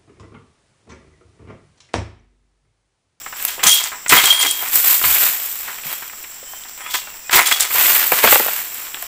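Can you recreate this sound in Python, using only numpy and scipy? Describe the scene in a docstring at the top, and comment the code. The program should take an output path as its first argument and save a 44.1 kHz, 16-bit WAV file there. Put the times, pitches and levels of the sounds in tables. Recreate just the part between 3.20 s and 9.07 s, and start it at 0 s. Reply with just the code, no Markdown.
"""Cutting oil palm fronds

A sickle on a long pole cuts two fronds: its blade rasps through the stalk in filtered clicks and rings
as wavering sines, while noise bursts through resonances make the fibres snap and crack.
Swelling crackle sweeps each frond down through the leaves; the second lands with several thumps.
Insect bands of noise and a far bird's gliding sines lie behind; loud peaks overload a mono microphone."""
import sys
import numpy as np
from scipy import signal
from scipy.fft import rfft, irfft
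from scipy.io import wavfile
from scipy.ndimage import uniform_filter1d

SR = 44100
rng = np.random.default_rng(int(sys.argv[2]) if len(sys.argv) > 2 else 0)


def digitize_waveform(pressure):
    """Quantize a signal to 16-bit integers and store it at the path in sys.argv[1].

    Rows of a 2-D input are taken as channels; values are limited to [-1, 1].
    """
    field = np.atleast_2d(pressure).T
    bounded = np.clip(field, -1, 1)
    quanta = np.round(bounded * 32767).astype(np.int16)
    wavfile.write(sys.argv[1], SR, quanta)


N = 258848  # samples
TIME = np.arange(N) / SR  # s


def amp(db):
    """Decibels to gain."""
    return 10 ** (np.asarray(db) / 20)


def unit(x):
    """Scales to an rms of 1."""
    return x / np.sqrt(np.mean(x ** 2) + 1e-20)


def add(mix, s, sound):
    """Mixes a sound in at s seconds."""
    part = mix[max(round(s * SR), 0):][:len(sound)]
    part += sound[:len(part)]


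def colour(x, points):
    """Filters by a spectrum drawn on a log-frequency axis, then scales to an rms of 1."""
    hz, db = np.transpose(points)
    f = np.fft.rfftfreq(len(x), 1 / SR)
    gain = amp(np.interp(np.log(f + 1), np.log(hz), db))
    return unit(irfft(rfft(x) * gain, len(x)))


def drift(rate_hz):
    """Smooth chance of rms 1: noise whose spectrum falls off as a Gaussian around rate_hz."""
    f = np.fft.rfftfreq(N, 1 / SR)
    slow = rfft(rng.standard_normal(N)) * np.exp(-(f / rate_hz) ** 2)
    return unit(irfft(slow, N))


def crackle(per_s, spread_db, clump_db, clump_hz, wash):
    """Tiny fractures of uneven size that come in clumps, over a wash of countless smaller ones."""
    size = amp(spread_db * np.minimum(rng.exponential(1, N), 4))
    clicks = size * rng.choice([-1, 1], N) * (rng.random(N) < per_s / SR)
    bed = unit(clicks) + wash * rng.standard_normal(N)
    return unit(bed * amp(clump_db * drift(clump_hz)))


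def swell(s, rise_s, hold_s, t60):
    """A gain that rises smoothly from s, holds, and dies away by 60 dB in t60."""
    t = TIME - s
    attack = np.sin(np.pi / 2 * np.clip(t / rise_s, 0, 1)) ** 2
    return attack * np.exp(-np.log(1000) * np.maximum(t - rise_s - hold_s, 0) / t60)


def together(levels_db, swells):
    """Overlapping swells add up in power."""
    return np.sqrt(sum((amp(db) * shape) ** 2 for db, shape in zip(levels_db, swells)))


def grove(x, wet_db, t60):
    """Trunks and leaves scatter a short, thin echo: sparse random taps that die away."""
    t = np.arange(SR // 2) / SR
    taps = rng.standard_normal(len(t)) * (rng.random(len(t)) < 2500 / SR) * (t > .004)
    taps *= amp(-60 * t / t60)
    return x + amp(wet_db) * signal.fftconvolve(x, taps / np.linalg.norm(taps))[:N]


def hollow(x):
    """Whatever breaks in the stalk also sounds its hollow resonances; the overall level is kept."""
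    # hollow resonances of the frond stalk: f/Hz, width/Hz, level/dB over the direct sound
    resonances = [(387, 37, 1.5), (788, 50, -7), (997.2, 22.9, 3.5), (1280, 33, -3), (1633, 22.3, -10),
                  (2070, 110, -2), (2377, 107, -7)]
    rings = np.zeros(len(x))
    for hz, width, db in resonances:
        rings += amp(db) * signal.lfilter(*signal.iirpeak(hz, hz / width, SR), x)
    return (x + rings) * np.std(x) / np.std(x + rings)


def fracture(t, t60, rise_s, grain_db):
    """A dying cluster of tiny breaks, and the rms of its envelope against the peak."""
    shape = amp(-60 * t / t60) * (1 - np.exp(-t / rise_s))
    grain = amp(grain_db * unit(uniform_filter1d(rng.standard_normal(len(t)), size=30)))
    burst = rng.standard_normal(len(t)) * shape * grain
    return burst, np.sqrt(np.mean(shape ** 2)) / shape.max()


def blows(rows, partials, q, skirt, rise_s, grain_db):
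    """Each blow is a cluster of breaks that rings the resonances of the struck part."""
    out = np.zeros(N)
    for s, db, hz, t60 in rows:
        t60 = np.clip(t60, .004, .3)
        t = np.arange(int((t60 + .02) * SR)) / SR
        burst, size = fracture(t, t60, rise_s, grain_db)
        body = np.zeros(len(burst))
        for k, (ratio, partial_db) in enumerate(partials):
            centre = min(hz * ratio, SR / 3)
            peak = signal.iirpeak(centre, max(q, centre / 4000), SR)
            # neighbouring resonances have opposite signs
            body += (-1) ** k * amp(partial_db) * unit(signal.lfilter(*peak, burst))
        blow = unit(unit(body) + skirt * unit(burst))  # the skirt is the unfiltered burst
        add(out, s, amp(db) * size * blow / 2)
    return out


def strays(peak_db, low_hz, high_hz):
    """Rows of small chance blows as the pole brushes through the crown on its way to the next frond."""
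    # the span of the move: start t/s, end t/s
    start, end = (2.4, 4.0)
    per_s, spread_db, t60_s = 5, 4, .015
    span = end - start
    rows = []
    for when, size, pitch in rng.random((int(per_s * span), 3)):
        db = peak_db + spread_db * (2 * size - 1)
        hz = low_hz * (high_hz / low_hz) ** pitch
        rows.append((start + span * when, db, hz, t60_s))
    return rows


def plantation():
    """Steady air, faintly ticking leaves, and insect choruses as bands of noise with flickering level."""
    # spectrum of the open air: f/Hz, relative level/dB per Hz
    air = [(25, 1), (120, -11.5), (260, -9), (500, -9), (900, -5), (2170, -3), (3300, -5), (4300, -10),
           (6500, -12), (8810, -13.5), (11500, -13.5), (13200, -12), (14300, 2.5), (15400, 3)]
    # insect choruses: f/Hz, width/Hz, level/dB
    insects = [(5575, 980, -46.5), (7584, 880, -39.5), (10200, 160, -61.5)]
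    air_db, rustle_db = -35.5, -36.5
    f = np.fft.rfftfreq(N, 1 / SR)
    out = amp(air_db) * colour(rng.standard_normal(N), air)
    ticking = crackle(per_s=350, spread_db=3.5, clump_db=1.5, clump_hz=25, wash=.7)
    out += amp(rustle_db) * colour(ticking, air)
    for hz, width, db in insects:
        skirts = (1 + (2 * (f - hz) / width) ** 4) ** 0.67
        band = irfft(rfft(rng.standard_normal(N)) / skirts, N)
        out += unit(band) * amp(db + 1.42 * drift(40))
    return out


def bird():
    """Thin, unsteady whistles from far off, each one arch of level and pitch, smeared by the trees."""
    # whistles: t/s, length/s, f/Hz, glide/Hz, arch/Hz, relative level/dB
    whistles = [(3.253, 0.19, 3070, 40.5, 42.5, -43.5), (3.619, .12, 3270, 170.5, 128.5, -39.5),
                (3.763, 0.21, 2765, -72, -14, -44.5), (4.035, .1, 2533, 116, -25, -39.5)]
    out = np.zeros(N)
    for s, length, hz, glide_hz, arch_hz, db in whistles:
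        along = np.clip((TIME - s) / length, 0, 1)
        arch = np.sin(np.pi * along)
        pitch = hz + glide_hz * (along - .5) + arch_hz * arch
        turns = np.cumsum(pitch * (1 + 0.00543 * drift(184))) / SR
        out += np.sqrt(2) * np.sin(2 * np.pi * turns) * amp(db) * np.abs(arch) ** 0.76
    return grove(out * amp(2 * drift(50)), wet_db=-9, t60=.3)


def foliage():
    """Leaflets flick past each other as the frond drags through crown and ferns; a few tick sharply."""
    # the frond drags through leaves: t/s, relative fizz of leaflets level/dB,
    # relative swish of whole leaves level/dB, rise/s, hold/s, t60/s
    drags = [(0.133, -30, -34.5, 0.063, 0.049, 0.82), (1.243, -25.5, -35, 0.15, .15, .5),
             (1.498, -13, -30, 0.0618, 0.0095, 0.596), (1.596, -12, -27, 0.073, 0.0754, 0.47),
             (1.8, -13, -25.5, .06, .09, 0.7), (1.971, -14, -25, 0.0414, 0.046, 0.69),
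             (2.191, -25.5, -39, 0.055, 0.041, 1.5), (2.428, -42, -36.5, 0.033, .02, 1.2),
             (2.63, -28, -34, 0.03, 0.058, .7), (2.942, -43.5, -50.5, 0.035, 0.145, 0.51),
             (3.27, -38.5, -50, 0.032, 0.0255, 0.74), (4.444, -13, -20, 0.19, 0.113, 1.2),
             (4.91, -17.5, -22.5, 0.042, 0.0183, 0.69), (5.015, -14.5, -17.5, 0.029, 0.0805, 0.47),
             (5.082, -10, -22, 0.043, .012, 0.48), (5.221, -24, -31.5, 0.065, 0.1113, 0.69),
             (5.503, -32, -38, 0.049, 0.0864, 1.01), (5.751, -35.5, -41, 0.057, 0.035, .5)]
    # spectrum of the leaflets: f/Hz, relative level/dB per Hz
    fizz_spectrum = [(200, -45), (1500, -13), (3500, -10.5), (6200, -12), (7700, -1.5), (9200, -13),
                     (11000, -7), (13000, -1), (14500, 5.5), (15500, -4.5)]
    # spectrum of the whole leaves: f/Hz, relative level/dB per Hz
    swish_spectrum = [(30, -33), (120, -18), (300, -10.5), (600, -6), (1000, 0), (2400, 2), (3500, -2.5),
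                      (5500, -8.5), (12000, -10)]
    flicks = crackle(per_s=3300, spread_db=1.0, clump_db=1.25, clump_hz=139, wash=0.71)
    ticks = crackle(per_s=130, spread_db=3, clump_db=1.5, clump_hz=30, wash=0)
    t = np.arange(SR // 250) / SR
    tick_noise = rng.standard_normal(len(t)) * np.exp(-t / .0005)
    ticks = unit(signal.fftconvolve(ticks, tick_noise)[:N])
    fizz = colour(flicks + .45 * ticks, fizz_spectrum)
    leaves = crackle(per_s=900, spread_db=2.8, clump_db=2, clump_hz=60, wash=0.65)
    swish = colour(leaves, swish_spectrum)
    sweeps = [swell(s, rise_s, hold_s, t60) for s, _, _, rise_s, hold_s, t60 in drags]
    _, fizz_db, swish_db, *_ = np.transpose(drags)
    fizz_part = amp(1.5) * fizz * together(fizz_db, sweeps)
    return fizz_part + amp(2.5) * swish * together(swish_db, sweeps)


def impacts():
    """Noise bursts ring as bright snaps, woody cracks and knocks, dull thumps and deep shudders."""
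    # All blows: t/s, relative level/dB, f/Hz, t60/s (blows() limits f and t60).
    # sharp snaps of fibre and leaflet
    snap_rows = [(0.211, -20, 12500, .01), (0.2165, -15, 8000, 0.0073), (0.2255, -4, 14000, 0.0042),
                 (0.2505, 10.5, 15200, 0.0067), (0.437, -4, 7050, 0.058), (0.468, 3, 6350, 0.15),
                 (0.543, -3.5, 11770, .05), (0.635, -8.5, 7160, 0.076), (0.8815, -10, 7200, 0.054),
                 (0.893, 1, 8300, 0.02), (0.925, 3.5, 14700, 0.31), (1.0555, 2.5, 8100, 0.026),
                 (1.2225, -3, 7230, .035), (1.309, -1, 9100, 0.025), (1.486, -9, 8350, 0.0069),
                 (1.555, 2, 14100, .08), (1.679, -2.5, 13100, 0.035), (2.2574, -15, 12000, 0.026),
                 (2.326, -12.5, 12900, 0.016), (2.878, -15.5, 13100, 0.012), (3.027, -17.5, 14000, .015),
                 (3.433, -24, 3740, 0.027), (3.7405, -22.5, 14000, 0.029), (4.156, 8, 15000, 0.1),
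                 (4.271, -2, 8550, 0.028), (4.313, -14.5, 4470, 0.045), (4.405, 1, 7750, 0.091),
                 (4.918, 0, 14700, 0.059), (5.038, 3, 13900, 0.056), (5.262, -2.5, 14250, .025),
                 (5.545, -15, 14000, .015), (5.7439, -11.5, 3140, 0.0126), (5.8235, -9.5, 14300, 0.019)]
    # woody cracks of the stalk and knocks of the pole
    crack_rows = [(0.0612, -18, 1450, 0.063), (0.125, -20, 1390, 0.087), (0.2502, -25.5, 900, 0.013),
                  (0.378, -26.5, 684, 0.26), (0.392, -19.5, 1980, 0.217), (0.4375, -12, 1310, 0.073),
                  (0.717, -21, 1440, 0.35), (0.861, -12, 1790, 0.039), (0.909, -6.5, 1530, 0.097),
                  (0.922, 6, 1753, 0.09), (0.966, -8, 1513, 0.031), (1.034, -7.5, 2840, 0.09),
                  (1.055, -8, 2900, 0.023), (1.177, -15, 1820, 0.033), (1.424, -20.5, 965, 0.073),
                  (1.814, -12.5, 1420, 0.0285), (1.837, -6.5, 2000, 0.096), (2.478, -19.5, 1490, 0.19),
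                  (2.584, -23, 1840, .02), (2.634, -21.5, 2860, 0.039), (2.822, -22, 1560, 0.082),
                  (2.897, -22, 1780, .02), (2.932, -25, 1314, 0.036), (3.04, -25, 2270, 0.071),
                  (3.333, -22.5, 1056, 0.024), (3.45, -31, 1500, .11), (3.661, -19, 1960, 0.063),
                  (3.741, -12, 1580, 0.086), (3.87, -24, 1330, 0.089), (3.94, -30.5, 1230, .05),
                  (4.0942, -6.5, 1600, 0.0129), (4.129, -5.5, 1603, 0.125), (4.19, -1, 1223, 0.038),
                  (4.3127, -2, 1900, 0.0424), (4.506, -14, 1694, 0.047), (4.547, -12.5, 1100, 0.039),
                  (5.744, -18, 1687, 0.0255), (5.77, -21.5, 1670, .03)]
    # the heavy frond lands and bounces
    thump_rows = [(4.9175, 0.5, 746, 0.031), (4.931, -8.5, 520.5, 0.026), (5.037, 1.5, 660, 0.065),
                  (5.049, -2.5, 905, 0.025), (5.0725, 2.5, 1056, 0.0216), (5.123, 4.5, 839, 0.02),
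                  (5.156, 2.5, 804, 0.0202), (5.198, -5, 570, 0.028), (5.261, -13.5, 900, 0.017),
                  (5.8245, -17, 1037, 0.013)]
    # deep shudders under the cuts, the falls and the landing
    shudder_rows = [(0.44, -23, 400, 0.1), (0.455, -21.5, 179.4, 0.081), (0.915, -13.5, 188, 0.15),
                    (0.925, -14.5, 402, 0.156), (1.235, -23.5, 374.4, 0.24), (1.55, -27.5, 133, 0.069),
                    (1.845, -25, 64.5, 0.25), (2.65, -29, 172, 0.082), (4.13, -16, 367, 0.29),
                    (4.918, -24, 190, 0.057), (5.038, -13, 200.7, 0.065), (5.07, -26.5, 70, 0.196)]
    # wood bumps on wood with one hollow note
    knock_rows = [(3.227, -31, 553, .03), (5.203, -15, 464, 0.0396), (5.261, -15, 616, 0.033),
                  (5.282, -9.5, 736, 0.019), (5.8245, -23.5, 740, 0.013)]
    # resonances of a struck part: ratio to its centre, relative level/dB
    struck = [(0.578, -4), (.84, 6), (1.15, 7), (1.62, 3)]
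    # resonances of the landing stalk: ratio to its centre, relative level/dB
    stalk = [(.4, -16), (.64, 0), (1, 1), (1.5, 2.5), (2.3, -0.5), (3.2, 2)]
    single = [(1, 0)]  # one resonance, at the centre itself
    snap_rows = snap_rows + strays(-25, low_hz=4100, high_hz=14000)
    crack_rows = crack_rows + strays(-34, low_hz=700, high_hz=2000)
    snaps = blows(snap_rows, single, q=4.8, skirt=0.191, rise_s=0.00018, grain_db=9.0)
    cracks = blows(crack_rows, struck, q=1.8, skirt=0.612, rise_s=0.00043, grain_db=-0.5)
    thumps = blows(thump_rows, stalk, q=8, skirt=.18, rise_s=.0007, grain_db=2)
    shudders = blows(shudder_rows, single, q=4, skirt=0, rise_s=.005, grain_db=2)
    knocks = blows(knock_rows, single, q=5.4, skirt=.05, rise_s=0.00086, grain_db=1)
    wood = hollow(amp(0.5) * cracks) + knocks + amp(-1.0) * thumps + amp(-4) * shudders
    dull = signal.butter(2, 4200, fs=SR, output="sos")
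    return amp(-2.0) * snaps + signal.sosfilt(dull, wood)


def blade():
    """The steel rings afresh at each catch as a set of sines; rubbing on the stalk makes each mode waver."""
    # the blade catches: t/s, relative level/dB, lowest mode f/Hz, t60/s, lift of the upper modes/dB
    catches = [(0.285, -38, 3233, 0.27, 14), (0.437, -31, 3218, 0.32, 18.5), (0.468, -15.5, 3240, 0.9, 9.5),
               (0.519, -15.5, 3264, .36, 6.5), (0.578, -18, 3260, .18, -8), (0.894, -31, 3220, .15, 25.5),
               (0.978, -12, 3240, 0.11, 5), (1.056, -18.5, 3244, 0.23, 0), (1.1025, -5, 3230, 0.12, -9),
               (1.125, -18, 3240, .4, 7), (1.19, -18.5, 3232, 0.342, 8), (1.266, -20.5, 3240, 0.38, 4),
               (1.39, -31, 3220, .25, 6.5), (2.69, -40, 3280, 0.57, 0), (3.742, -31, 3320, 0.234, -7),
               (4.261, -24, 3350, 0.17, 8), (4.32, -18.5, 3350, 0.21, 3), (4.405, -22, 3500, 0.068, 9)]
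    # modes of the blade: ratio to the lowest, relative level/dB
    modes = [(1, 2.5), (1.014, -8), (1.849, -36), (2.388, -50), (2.818, -18), (2.867, -12.5)]
    gain, lift = np.zeros(N), np.ones(N)
    pitch = np.full(N, 1. * catches[0][2])
    for s, db, hz, t60, lift_db in catches:
        after = TIME >= s  # each catch replaces the ring before it
        gain[after] = amp(db - 60 * (TIME[after] - s) / t60)
        pitch[after], lift[after] = hz, amp(lift_db)
    ring = np.zeros(N)
    for ratio, db in modes:
        turns = np.cumsum(ratio * pitch * (1 + 0.006042 * drift(158))) / SR
        upper = ratio > 1.5
        level = uniform_filter1d(gain * lift ** upper, size=130)  # about 3 ms, softens the onsets
        ring += amp(db + 2 * drift(110)) * np.sin(2 * np.pi * turns) * level
    return amp(2.5) * ring


def cutting():
    """At each bite the edge rasps across the stalk while the fibres behind it tear, both as crackle."""
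    # the blade lurches through the stalk: t/s, relative rasp of the edge level/dB,
    # relative crunch of tearing fibre level/dB, hold/s, t60/s
    lurches = [(0.274, -25, -32.5, .008, 0.29), (0.428, -18.5, -16.5, 0.0257, 0.15),
               (0.462, -8.5, -20.5, .01, 0.154), (0.498, -17, -31.5, 0.062, 0.36),
               (0.594, -29, -32, 0.078, 0.19), (0.893, -12, -19.5, 0.02, 0.47),
               (0.948, -13.5, -10.5, .012, 0.32), (1.014, -16.5, -21, 0.0923, 0.43),
               (1.195, -18.5, -25.5, 0.028, 0.205), (1.224, -25.5, -20.5, 0.028, 0.16),
               (1.26, -22, -39, 0.031, 0.383), (1.403, -45, -31.5, 0.056, 0.18),
               (3.57, -60, -37, 0.135, 0.27), (3.697, -28.5, -46, 0.018, 0.53),
               (3.734, -21, -31, 0.011, 0.23), (4.107, -24, -19.5, 0.011, .2),
               (4.124, -13, -12.5, 0.0383, 0.38), (4.183, -19, -9.5, 0.0091, 0.141),
               (4.255, -16.5, -22.5, .008, .27), (4.306, -17, -20.5, 0.0073, 0.38),
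               (4.393, -16.5, -23.5, 0.0084, 0.27), (4.441, -27, -25.5, .012, .15)]
    # spectrum of the edge: f/Hz, relative level/dB per Hz
    rasp_spectrum = [(300, -27), (1500, -16), (3200, 7), (4500, 3), (6400, 1.5), (7800, 7), (8500, -2),
                     (9200, 1), (10200, -16), (12500, 1), (15000, 4)]
    # spectrum of the tearing fibre: f/Hz, relative level/dB per Hz
    crunch_spectrum = [(30, -24), (120, -21), (300, -20), (600, -2.5), (1000, 3.5), (2200, 5), (3200, -1.5),
                       (5000, -15.5), (10000, -5), (15000, -9)]
    rise_s = 0.0064
    edge = crackle(per_s=2200, spread_db=1.0, clump_db=2, clump_hz=150, wash=0.8)
    fibres = crackle(per_s=800, spread_db=3.5, clump_db=2.2, clump_hz=130, wash=.35)
    rasp = colour(edge, rasp_spectrum)
    crunch = hollow(colour(fibres, crunch_spectrum))
    bites = [swell(s, rise_s, hold_s, t60) for s, _, _, hold_s, t60 in lurches]
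    _, rasp_db, crunch_db, _, _ = np.transpose(lurches)
    rasp_part = amp(3.0) * rasp * together(rasp_db, bites)
    return rasp_part + amp(1.5) * crunch * together(crunch_db, bites)


def scene():
    """All sources reach one microphone, heard alike on both channels."""
    work = grove(cutting() + foliage() + impacts(), wet_db=-13, t60=0.27)
    mono = work + blade() + bird() + plantation()
    return np.array([mono, mono])


def record(dry):
    """The peaks overload at full scale, then a low-pass limits the band."""
    edge_hz = 15550
    clipped = np.clip(dry, -1, 1)
    lowpass = signal.firwin(401, edge_hz, window=("kaiser", 8), fs=SR)
    return signal.oaconvolve(clipped, lowpass[None], "same")


dry = scene()
out = record(dry)
digitize_waveform(out)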